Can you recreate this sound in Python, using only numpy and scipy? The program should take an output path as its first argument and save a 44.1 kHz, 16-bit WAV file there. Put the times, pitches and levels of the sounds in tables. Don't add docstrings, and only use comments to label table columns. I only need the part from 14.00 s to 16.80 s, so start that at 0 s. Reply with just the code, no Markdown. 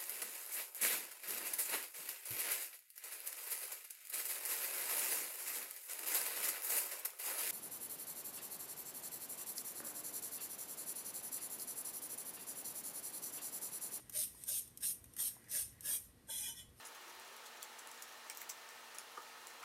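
import sys
import numpy as np
from scipy import signal
from scipy.io import wavfile
from scipy.ndimage import uniform_filter1d

SR = 44100
rng = np.random.default_rng(int(sys.argv[2]) if len(sys.argv) > 2 else 0)


def int16_out(signal):
    q = np.round(np.clip(np.atleast_2d(signal).T, -1, 1) * 32767)
    wavfile.write(sys.argv[1], SR, q.astype(np.int16))


N = 123479


def amp(db):
    return 10 ** (np.asarray(db) / 20)


def evened(x):
    return x / np.sqrt(np.mean(x ** 2) + 1e-20)


def drift(seconds):
    steps = rng.standard_normal(N // 128 + 2)
    size = int(seconds * SR / 128) + 1
    smooth = evened(uniform_filter1d(uniform_filter1d(steps, size), size))
    return np.interp(np.arange(N) / 128, np.arange(len(steps)), smooth)


def colour(x, points):
    f, db = np.transpose(points)
    hz = abs(np.fft.fftfreq(4096, 1 / SR))
    log_gain = np.log(amp(np.interp(np.log(hz + 1), np.log(f + 1), db)))
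    spectrum = np.exp(np.conj(signal.hilbert(log_gain)))
    taps = np.fft.ifft(spectrum).real[:2048]
    return signal.oaconvolve(x, taps / np.linalg.norm(taps))[:len(x)]


def mode(x, hz, width):
    r = np.exp(-np.pi * width / SR)
    ringing = signal.lfilter([1], [1, -r * np.exp(2j * np.pi * hz / SR)], x)
    return 2 * np.sqrt(1 - r) * ringing.imag


def steep(x, hz, width):
    return mode(mode(x, hz, width), hz, width) * np.sqrt(2 * np.pi * width / SR)


# (frequency [Hz], relative level [dB per Hz])
AIR_SPECTRUM = [(15, -42), (30, -30), (50, 2), (80, 0.5), (300, -6), (500, -13.5), (900, -18.5),
                (2000, -21), (4000, -23.5), (7500, -29.5), (9000, -24), (13500, -25.5), (14500, -51),
                (15700, -58)]
# (pitch [Hz], level before the common lift [dB])
HUM_TONES = [(120, -77), (240, -81.5), (480, -85), (1080, -90.5), (1920, -86)]
AIR_DB = -67
RUMBLE_DRIFT_DB, RUMBLE_DRIFT_S, RUMBLE_TOP_HZ = 3.5, 0.088, 160
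HUM_LIFT_DB, HUM_DRIFT_DB, HUM_DRIFT_S = 2.5, 3.0, 0.025


def studio_air():
    t = np.arange(N) / SR
    air = amp(AIR_DB) * evened(colour(rng.standard_normal(N), AIR_SPECTRUM))
    rumble = signal.lfilter(*signal.butter(2, RUMBLE_TOP_HZ, fs=SR), air)
    out = air + rumble * (amp(RUMBLE_DRIFT_DB * drift(RUMBLE_DRIFT_S)) - 1)
    for hz, db in HUM_TONES:
        level = amp(db + HUM_LIFT_DB + HUM_DRIFT_DB * drift(HUM_DRIFT_S))
        out += level * np.sin(2 * np.pi * (hz * t + rng.random()))
    return out


ROOM_T60, ROOM_DB = 0.15, -10


def room(x):
    at = np.arange(200, SR // 2, 20)
    at = at + rng.integers(0, 20, len(at))
    taps = np.zeros(SR // 2 + 20)
    taps[at] = rng.choice([-1., 1.], len(at)) * amp(-60 * at / SR / ROOM_T60)
    return amp(ROOM_DB) * signal.oaconvolve(x, taps / np.linalg.norm(taps))[:N]


# (time [s], starting level [dB], pitch [Hz], 60 dB decay time [s])
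PLOP_TONES = [(.348, -59, 990, 0.028), (1.364, -62.5, 737, 0.048), (1.367, -57.5, 960, 0.031),
              (2.686, -56, 76.6, 0.16)]


def plops():
    t, out = np.arange(N) / SR, np.zeros(N)
    for start, db, hz, t60 in PLOP_TONES:
        since = np.maximum(t - start, 0)
        out += amp(db - 60 * since / t60) * np.sin(2 * np.pi * hz * since)
    return out


# (time [s], pitch [Hz], level before the lift [dB])
SQUEAK_PATH = [(2.28, 905, -98), (2.296, 902, -65), (2.35, 911, -72), (2.39, 895, -82), (2.403, 852, -75),
               (2.44, 852, -72), (2.46, 905, -82), (2.485, 913.5, -66), (2.53, 916, -73), (2.57, 910, -94)]
SQUEAK_WIDTH_HZ, SQUEAK_LIFT_DB = 35, 5.5


def squeak():
    s, hz, db = np.transpose(SQUEAK_PATH)
    r = np.exp(-np.pi * SQUEAK_WIDTH_HZ / SR)
    slow_noise = signal.lfilter([1], np.convolve([1, -r], [1, -r]), rng.standard_normal(N))
    rough = 1 + 0.3 * evened(slow_noise)
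    t = np.arange(N) / SR
    turns = np.cumsum(np.interp(t, s, hz)) / SR
    level = amp(np.interp(t, s, db, -150, -150) + SQUEAK_LIFT_DB)
    return level * rough * np.sin(2 * np.pi * turns)


# (centre time [s], length [s], pitch [Hz], width of each of two resonances [Hz], level at the centre [dB])
HOLLOW_NOTES = [(0.176, 0.058, 601, 64, -59), (0.512, 0.038, 603, 110, -64),
                (0.495, 0.03, 1604, 151, -63.5), (0.841, 0.031, 1652, 140, -60),
                (1.556, 0.061, 607, 100, -63), (1.55, 0.035, 1696, 94, -57.5),
                (1.889, 0.078, 1694, 140, -57.5), (1.89, 0.054, 582, 80, -66),
                (2.301, 0.017, 572, 69, -58.5), (2.3, 0.02, 1570, 130, -59.5),
                (2.37, 0.13, 2040, 49.7, -70), (2.469, 0.037, 1900, 37, -62),
                (2.574, 0.046, 1912, 42, -65.5), (1.21, 0.04, 3260, 83, -58), (1.95, 0.043, 3280, 110, -55),
                (2.325, 0.042, 3370, 80, -60), (2.375, 0.047, 3335, 70, -54),
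                (2.462, 0.035, 3320, 77, -50.5), (2.59, 0.03, 3400, 120, -63.5),
                (2.365, 0.054, 4030, 61, -58), (2.425, 0.032, 5870, 70, -54), (2.585, 0.035, 5450, 90, -64)]


def hollow():
    t, out = np.arange(N) / SR, np.zeros(N)
    for (centre, length, hz, width, db), noise in zip(HOLLOW_NOTES, rng.standard_normal((len(HOLLOW_NOTES), N))):
        swell = np.exp(-4 * ((t - centre) / length) ** 2)
        note = swell * steep(noise, hz, width)
        out += amp(db) * note * np.linalg.norm(swell) / np.linalg.norm(note)
    return out


SLIPS_PER_S, SLIP_SPREAD_DB = 9000, 2


def slips():
    draw, size = rng.random(N), rng.exponential(1, N)
    sign = rng.choice([-1., 1.], N)
    return evened(sign * (draw < SLIPS_PER_S / SR) * amp(SLIP_SPREAD_DB * np.minimum(size, 5)))


# (time [s], level before the trim [dB], mug ring
# against the fizz [dB])
WET_TICKS = [(0.0963, -26.5, -10), (0.437, -24.5, -20), (0.6774, -38.5, -23), (0.7739, -28.5, -20),
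             (1.0415, -34, -6), (1.056, -43, -10), (1.137, -37, -16), (1.1662, -27, -11), (1.441, -42, 0),
             (1.8077, -29.5, -16.5), (2.693, -52, -15)]
TICK_T60, TICK_RISE_S, TICK_TRIM_DB = 0.02, 0.00022, -14


def add_ticks(firm):
    u = np.arange(1500) / SR
    for (start, db, ring_db), noise in zip(WET_TICKS, rng.standard_normal((len(WET_TICKS), 1500))):
        burst = amp(db + TICK_TRIM_DB - 60 * u / TICK_T60) * np.minimum(u / TICK_RISE_S, 1) * noise
        first = round(start * SR)
        firm[:, first:first + 1500] += amp([[0], [ring_db], [ring_db]]) * burst


# (time [s], fizz level [dB], low body against the fizz [dB])
LIGHT_BRUSH = [(0, -60, -34), (.05, -72, 3.5), (.3, -67.5, -10), (.42, -59, -9), (.66, -69, -27),
               (.75, -75, -23), (1.0, -75, -12), (1.13, -70, -13), (1.35, -62.5, -6.5), (1.4, -71.5, 4.5),
               (1.47, -70.5, 9), (1.701, -65, -7), (1.8, -78.5, 8), (2.05, -63.5, -20), (2.15, -80.5, -26),
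               (2.66, -84, -7), (2.76, -76.5, -11), (2.8, -64, -16)]
# (start time [s], touch-down below level [dB], rise [s], hold [s], level [dB],
#           swell over the hold [dB], lift [dB per s], mug ring against the fizz [dB],
#           low body against the fizz [dB], its change over the hold [dB], loose grip [0-1],
#           bite [power of the rise, low = late and sudden], peel-off drop [dB])
WIPES = [(0.123, -16, 0.037, 0.083, -41.5, 3.1, 330, -22.5, -12, -11, 0, 0.85, -3),
         (.462, -17.5, 0.022, 0.11, -40.5, 1.2, 300, -16.5, -15, -16, 0.15, 0.66, -5.5),
         (0.805, -15.5, 0.027, 0.086, -40.5, 1.6, 332, -16.5, -12, -15, 0.092, 0.44, -3),
         (1.164, -25, .026, 0.095, -41, 2, 334, -12, -12, -10.5, 0.081, 0.76, -5),
         (1.485, -20.5, 0.031, 0.11, -43, 3.4, 332, -22, -13, -2, 0.053, 0.86, -3.5),
         (1.817, -22, 0.041, 0.11, -42.5, 2.95, 332, -8, -11.5, -40, 0.07, 0.76, -4),
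         (2.271, -28, 0.029, 0.19, -45, 0.56, 300, -11, -12.5, -2, 0.9, 0.92, -1),
         (2.521, -19.5, 0.054, 0.024, -56, 0.5, 294, -5.5, -10, 3, 0.78, 0.97, -0.5)]
SWELL_TURN = 0.79
PEEL_S = 0.008


def contact():
    t = np.arange(N) / SR
    s, brush_db, brush_body_db = np.transpose(LIGHT_BRUSH)
    force = np.zeros((2, 3, N))
    force[0, 0] = amp(np.interp(t, s, brush_db))
    force[0, 2] = amp(np.interp(t, s, brush_db + brush_body_db))
    for start, touch_db, rise, hold, db, swell_db, lift, ring_db, body_db, body_change_db, grip, bite, peel_db in WIPES:
        along = np.clip((t - start - rise) / hold, 0, 1)
        after = np.maximum(t - start - rise - hold, 0)
        touch = touch_db * np.clip(1 - (t - start) / rise, 0, 1) ** max(bite, .1)
        swell = swell_db * np.sin(np.pi * SWELL_TURN * along)
        release = peel_db * np.minimum(after / PEEL_S, 1) - lift * after
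        press = amp(db + touch + swell + release) * (t > start)
        rows = press * np.array([amp(0 * t), amp(ring_db + 0 * t), amp(body_db + body_change_db * along)])
        loose = np.clip(grip, 0, 1)
        force += np.array([1 - loose, loose])[:, None, None] * rows
    force *= slips()
    add_ticks(force[0])
    return force


# (level at the start of the hold [dB], level at its end [dB])
STROKE_MIDS = [(1.5, -1), (1, 0), (2.5, -4), (1.5, -1), (2, 0), (2.5, -1.5), (-0.5, 1), (0, 2)]
MID_TOP_HZ = 7500


def mid_gain():
    times = [s for start, _, rise, hold, *_ in WIPES for s in (start + rise, start + rise + hold)]
    return amp(np.interp(np.arange(N) / SR, times, np.ravel(STROKE_MIDS)))


PATCH_DB = 2.6


def patchy(x):
    z = signal.stft(x, nperseg=512)[2]
    field = rng.standard_normal(z.T.shape).T
    field = uniform_filter1d(field, size=3, axis=0)
    field = evened(uniform_filter1d(field, size=7, axis=1))
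    return signal.istft(z * amp(PATCH_DB * field), nperseg=512)[1][:N]


# (frequency [Hz], on the wall [dB per Hz], on the foot of the loosely held mug [dB per Hz])
FIZZ_COLOUR = [(285, -40, -53), (640, -45, -67), (1170, -28, -35), (1580, -22, -16.5), (3290, -9.5, -25),
               (4110, -9.5, -14), (4280, -13.5, -34), (4760, -11, -36), (5070, -5, -11), (7130, -6, -7),
               (7790, -9, -20.5), (8100, -0.5, -4), (9050, 5.5, 2), (10200, -0.5, -3), (11530, 2.5, -3),
               (13900, -3.5, -11), (14640, -12, -22), (15240, -20, -39)]
MODE_HZ = [598, 1550, 1700, 1910, 2050, 2434, 3034, 3334, 3530, 4030, 4975, 5111, 5365, 5872, 6731, 7345]
# (width before the firm grip widens it [Hz], firmly held [dB], loosely held [dB])
MUG_MODES = [(39.2, -37, -17.5), (92, -40, -15), (59.5, -17, -29), (49.3, -11, -18), (48, -19.5, -15.5),
             (51, -15.5, -11), (49, -25, -7.5), (50, -15, -1), (49.7, -40, -9.5), (89, -20, -11.5),
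             (49.3, -12, -17), (51, -28, -12), (88, -38, -9), (48.7, -11, -7), (90.5, -11.5, -15.5),
             (82, -28, -8)]
HELD_WIDEN, BODY_HZ = 2.2, 2100
MODE_DRIFT_DB, MODE_DRIFT_S = 3.0, .025


def sponge():
    held, loose = contact()
    hz, wall_db, foot_db = np.transpose(FIZZ_COLOUR)
    fizz = colour(held[0], np.c_[hz, wall_db]) + colour(loose[0], np.c_[hz, foot_db])
    mids = signal.filtfilt(*signal.butter(4, MID_TOP_HZ, fs=SR), fizz)
    out = patchy(fizz + mids * (mid_gain() - 1))
    for hz, (width, held_db, loose_db) in zip(MODE_HZ, MUG_MODES):
        row = 1 + (hz < BODY_HZ)
        reach = amp(MODE_DRIFT_DB * drift(MODE_DRIFT_S))
        out += mode(amp(held_db) * reach * held[row], hz, width * HELD_WIDEN)
        out += steep(amp(loose_db) * reach * loose[row], hz, width)
    return out


def scene():
    near = plops() + squeak() + hollow() + sponge()
    return (studio_air() + room(near) + near)[None]


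EDGE_HZ = 15730


def record(dry):
    taps = signal.firwin(511, EDGE_HZ, window=("kaiser", 9), fs=SR)
    return signal.oaconvolve(dry, taps[None], "same")


dry = scene()
out = record(dry)
int16_out(out)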